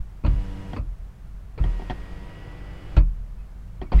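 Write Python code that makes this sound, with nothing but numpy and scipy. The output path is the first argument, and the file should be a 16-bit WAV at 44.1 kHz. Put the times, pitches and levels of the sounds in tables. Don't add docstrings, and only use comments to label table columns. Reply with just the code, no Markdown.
import sys
import numpy as np
from scipy import signal
from scipy.fft import rfft, irfft
from scipy.io import wavfile

SR = 44100
rng = np.random.default_rng(int(sys.argv[2]) if len(sys.argv) > 2 else 0)


def store_pcm(level_fs):
    pcm = np.round(np.clip(level_fs, -1, 1) * 32767).astype(np.int16)
    wavfile.write(sys.argv[1], SR, np.atleast_2d(pcm).T)


N = 176400
T = np.arange(N) / SR

# frequency in Hz, relative level in dB.
BACKGROUND_TONE = [(38, -2), (46, 9), (56, -6.5), (180, -15), (250, -29), (1300, -37.5), (4000, -51),
                   (15500, -59.5)]
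# time in seconds, boost in dB.
RUMBLE_SWELLS = [(.015, 13.5), (.07, 0), (.5, 6), (1.05, -0.5), (2.7, 1.5), (3.15, 7.5), (3.55, -1.5),
                 (3.85, 4.5)]
# start in seconds, length in seconds, pitch in Hz, level in dB.
CHIRPS = [(3.37, .075, 2570, -65.5), (3.855, 0.037, 2250, -58)]
# time in seconds, level in dB.
SQUEAK_LEVEL = [(3.965, -94), (3.995, -37.5)]
# pitch in Hz, relative level in dB.
SQUEAK_TONES = [(2052, 6), (2560, -2), (3900, -8)]
# start in seconds, strength in dB, length of the push in seconds.
JOLTS = [(0.241, -17, 0.0077), (0.269, -17, 0.0036), (0.323, -12.5, 0.022), (0.783, -20.5, 0.013),
         (1.600, -15.5, 0.0098), (1.647, -16.5, 0.021), (2.965, -8, 0.01), (3.938, -2, 0.029),
         (3.946, -19.5, 0.0021)]
# pitch in Hz, relative level in dB, ring time in seconds.
CABIN_MODES = [(39.2, 0, 0.76), (50.2, 10.5, 0.14), (84.5, 2, 0.16), (121, -1.5, 0.3), (170.5, -4.5, 0.36)]
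# time in seconds, strength in dB, hollow mode's boost in dB.
CLUNKS = [(0.2492, -26, -9), (2.968, -24, -0.5), (2.977, -26, 4.5)]
# pitch in Hz, relative level in dB.
RAIL_MODES = [(318, -2), (605, -3), (950, -7), (1360, -10), (2520, -10), (4300, -18.5)]
# start in seconds, level in dB, brightness in dB per octave.
KNOCKS = [(0.238, -30.5, -2), (0.247, -24.5, -2.5), (.261, -28.5, 6), (0.763, -22.5, 0), (1.577, -24.5, 0),
          (1.651, -32.5, -1), (2.9655, -24, 6.5), (2.972, -23, -0.5), (3.822, -31.5, -0.5),
          (3.918, -18, 0.5)]
# frequency in Hz, relative level in dB.
KNOCK_TONE = [(100, 3.5), (330, 3), (470, -4.5), (1400, -6.5), (1950, -18), (2550, -10), (3700, -29.5),
              (4600, -22.5), (5800, -43.5), (15000, -78)]
# time in seconds, strength in dB, high modes' boost in dB, hollow low mode's boost in dB.
CLICKS = [(0.7321, -28, 1, -6), (1.6395, -32, 7.5, 10.5), (1.796, -34, -6, 9), (1.819, -34, -11, 10.5),
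          (1.898, -24, 4, 3), (1.9061, -26, -4, 3.5), (3.8156, -32, 3, 13), (3.929, -21, -6, -2)]
# pitch in Hz, relative level in dB, ring time in seconds.
PANEL_MODES = [(371.6, -11, 0.11), (731, -2.5, 0.065), (912, -10, 0.079), (1870, -16.5, 0.085),
               (2060, -19.5, 0.047), (3212, -11.5, 0.024)]
# frequency in Hz, relative level in dB.
CRACK_TONE = [(200, 26.5), (3400, -4), (5500, -13.5), (14000, -59)]
# time in seconds, level in dB.
SLIDE_LEVEL = [(1.65, -56), (2.6, -62.5), (3.93, -51.5)]
# frequency in Hz, relative level in dB.
SLIDE_TONE = [(2000, 13), (9500, -3.5), (15000, -16.5)]
# start and stop in seconds, hum level in dB,
# growl (a boost or cut of the lowest tones) in dB, brush noise level in dB.
MOTOR_RUNS = [(0.249, .775, -46.5, 7, -47.5), (1.589, 2.972, -43, -8.5, -46.5),
              (3.921, 4.1, -43, -2, -38.5)]
# time in seconds, turns per second.
FULL_SPEED = [(.42, 97.2), (.62, 96), (1.72, 95.3), (1.88, 94.6), (2.2, 95.7), (2.38, 96.8), (2.75, 98)]
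# frequency in Hz, relative level in dB.
HUM_TONE = [(96, 2), (290, -4), (385, -24), (485, -9), (600, -15.5), (2400, -30.5), (5000, -46)]
# time in seconds, then the levels in dB of its first, second and third harmonic.
WHINE_LEVELS = [(.5, -54.5, -64, -64), (1.75, -57, -56.5, -67), (2.11, -62, -56.5, -75),
                (2.24, -52, -61, -72), (2.39, -60.5, -53, -61), (2.6, -69, -56.5, -75),
                (2.78, -72, -58.5, -60.5), (2.94, -67, -63, -67)]
# frequency in Hz, relative level in dB.
BRUSH_TONE = [(60, 7), (170, 16), (240, -2.5), (340, 10), (450, 2.5), (1600, -7), (2050, -6.5), (3450, -13),
              (3800, -27.5), (5000, -16.5), (6500, -53)]

SEGMENTS = 10
SPIN_UP_S, COAST_S, LOAD_S = .02, .02, .03
RING_SHORTENS = 0.31
CUTOFF_HZ = 15800


def amp(db):
    return 10 ** (np.asarray(db) / 20)


def curve(rows):
    return np.interp(T, *np.transpose(rows))


def level_at(tone, hz):
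    freqs, db = np.transpose(tone)
    return np.interp(np.log(hz + 1e-9), np.log(freqs), db)


def noise(tone):
    gains = amp(level_at(tone, np.fft.rfftfreq(N, 1 / SR)))
    shaped = irfft(rfft(rng.standard_normal(N)) * gains, N)
    return shaped / shaped.std()


def drift(rate_hz):
    hz = np.fft.rfftfreq(2048, N / SR / 2048)
    waver = irfft(rfft(rng.standard_normal(2048)) / (1 + (hz / rate_hz) ** 2))
    return np.interp(T, np.linspace(0, T[-1], len(waver)), waver / waver.std())


def butter(order, hz, kind="low"):
    return signal.butter(order, hz, kind, fs=SR, output="sos")


def ring(push, hz, ring_s):
    decay, step = amp(-60 / (ring_s * SR)), 2 * np.pi * hz / SR
    return signal.lfilter([0, np.sin(step)], [1, -2 * decay * np.cos(step), decay ** 2], push + 1e-18)


def burst(start, ring_s, rise_s=0.00098):
    age = np.maximum(T - start, 0)
    return (1 - np.exp(-age / rise_s)) * np.exp(-np.minimum(np.log(1000) * age / ring_s, 20))


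def taps(times, db):
    push = np.zeros(N)
    push[(times * SR).astype(int)] = amp(db + rng.standard_normal(len(times)))
    return push


def background():
    bed = amp(-38) * noise(BACKGROUND_TONE)
    rumble = signal.sosfiltfilt(butter(2, 120), bed)
    hiss = bed - rumble
    return hiss + amp(curve(RUMBLE_SWELLS)) * rumble


def birds():
    out = np.zeros(N)
    for start, length, hz, db in CHIRPS:
        swell = np.sin(np.pi * np.clip((T - start) / length, 0, 1))
        out += amp(db) * swell * np.sin(2 * np.pi * hz * T + drift(30))
    return out


def seal_squeak(wobble=0.027):
    tones = np.zeros(N)
    for hz, db in SQUEAK_TONES:
        pitch = hz * (1 + wobble * drift(195))
        tones += amp(db) * np.sin(2 * np.pi * np.cumsum(pitch) / SR)
    started = T > SQUEAK_LEVEL[0][0]
    return amp(curve(SQUEAK_LEVEL)) * started * tones


def cabin_booms():
    push = np.zeros(N)
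    for start, db, length in JOLTS:
        progress = np.clip((T - start) / length * 2 * np.pi, 0, 40)
        shape = progress * np.exp(-progress)
        push += amp(db) * shape / shape.sum()
    booms = np.zeros(N)
    for k, (hz, db, ring_s) in enumerate(CABIN_MODES):
        booms += (-1) ** k * amp(db) * ring(push, hz, ring_s)
    return signal.sosfilt(butter(1, 12, "high"), booms)


def rail_clunks():
    times, db, hollow_db = np.transpose(CLUNKS)
    out = np.zeros(N)
    for k, (hz, mode_db) in enumerate(RAIL_MODES):
        push = taps(times, db + mode_db + hollow_db * (450 < hz < 700))
        out += (-1) ** k * ring(push, hz, ring_s=0.079 * (hz / 1000) ** -RING_SHORTENS)
    return out


def door_knocks():
    body, out = noise(KNOCK_TONE), np.zeros(N)
    for hz in 125 * 2 ** np.arange(8):
        edges = [hz / np.sqrt(2), min(hz * np.sqrt(2), CUTOFF_HZ)]
        band = signal.sosfilt(butter(2, edges, "band"), body)
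        octave = np.log2(hz / 1000)
        ring_s = 0.14 * 2 ** (-RING_SHORTENS * octave)
        out += band * sum(amp(db + tilt * octave) * burst(start, ring_s) for start, db, tilt in KNOCKS)
    return out


def switch_clicks():
    bursts = sum(amp(db + high / 2) * burst(start, ring_s=0.082) for start, db, high, _ in CLICKS)
    cracks = amp(-1) * noise(CRACK_TONE) * bursts
    times, db, high_db, low_db = np.transpose(CLICKS)
    rings = np.zeros(N)
    for k, (hz, mode_db, ring_s) in enumerate(PANEL_MODES):
        push = taps(times, db + mode_db + high_db * (hz > 1000) + low_db * (hz < 450))
        rings += (-1) ** k * ring(push, hz, ring_s)
    return cracks + signal.sosfilt(butter(2, 4500), rings)


def glass_slide(running):
    return running * amp(curve(SLIDE_LEVEL)) * noise(SLIDE_TONE)


def commutator_whine(angle):
    times, *harmonics = np.transpose(WHINE_LEVELS)
    return sum(amp(np.interp(T, times, db) + drift(11)) * np.sin(k * SEGMENTS * angle)
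               for k, db in enumerate(harmonics, 1))


def motor_hum(angle, growl_db, load_db, flicker_db=2):
    mean_speed = np.mean(FULL_SPEED, axis=0)[1]
    out = np.zeros(N)
    for k in range(1, 55):
        hz = k * mean_speed
        bass_db = growl_db / (1 + (hz / 500) ** 2) + load_db / k
        db = level_at(HUM_TONE, hz) + bass_db + flicker_db * drift(8.5)
        phase = rng.uniform(0, 2 * np.pi)
        if k not in (SEGMENTS, 2 * SEGMENTS):
            out += amp(db) * np.sin(k * angle + phase)
    return out


def window_motor(sag=0.16, wobble=0.0029):
    start, stop, hum_db, growl_db, brush_db = np.transpose(MOTOR_RUNS)[:, :, None]
    age = np.maximum(T - start, 0)
    runs = (1 - np.exp(-age / SPIN_UP_S)) * np.exp(-np.maximum(T - stop, 0) / COAST_S)
    running = runs.sum(0)
    speed = curve(FULL_SPEED) * (1 - sag * (1 - running)) * (1 + wobble * drift(12.5))
    angle = 2 * np.pi * np.cumsum(speed) / SR
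    growls = runs * growl_db
    load_db = (1.4 * growls * np.exp(-age / LOAD_S)).sum(0)
    hum = (runs * amp(hum_db)).sum(0) * motor_hum(angle, growls.sum(0), load_db)
    whine = running * commutator_whine(angle)
    pulsing = 1 + 0.2 * np.sin(2 * angle)
    brushes = (runs * amp(brush_db)).sum(0) * noise(BRUSH_TONE) * pulsing
    return hum + whine + brushes + glass_slide(running)


def scene():
    window = window_motor() + switch_clicks() + door_knocks() + rail_clunks()
    return (window + cabin_booms() + seal_squeak() + birds() + background())[None]


def record(dry, peak_limit=.95, fade_s=.005):
    rounded = dry / (1 + (dry / peak_limit) ** 4) ** .25
    fade = np.sin(np.pi / 2 * np.clip(np.minimum(T, T[-1] - T) / fade_s, 0, 1)) ** 2
    treble_cut = signal.ellip(10, .1, 80, CUTOFF_HZ, fs=SR, output="sos")
    return signal.sosfilt(treble_cut, rounded * fade)


dry = scene()
out = record(dry)
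store_pcm(out)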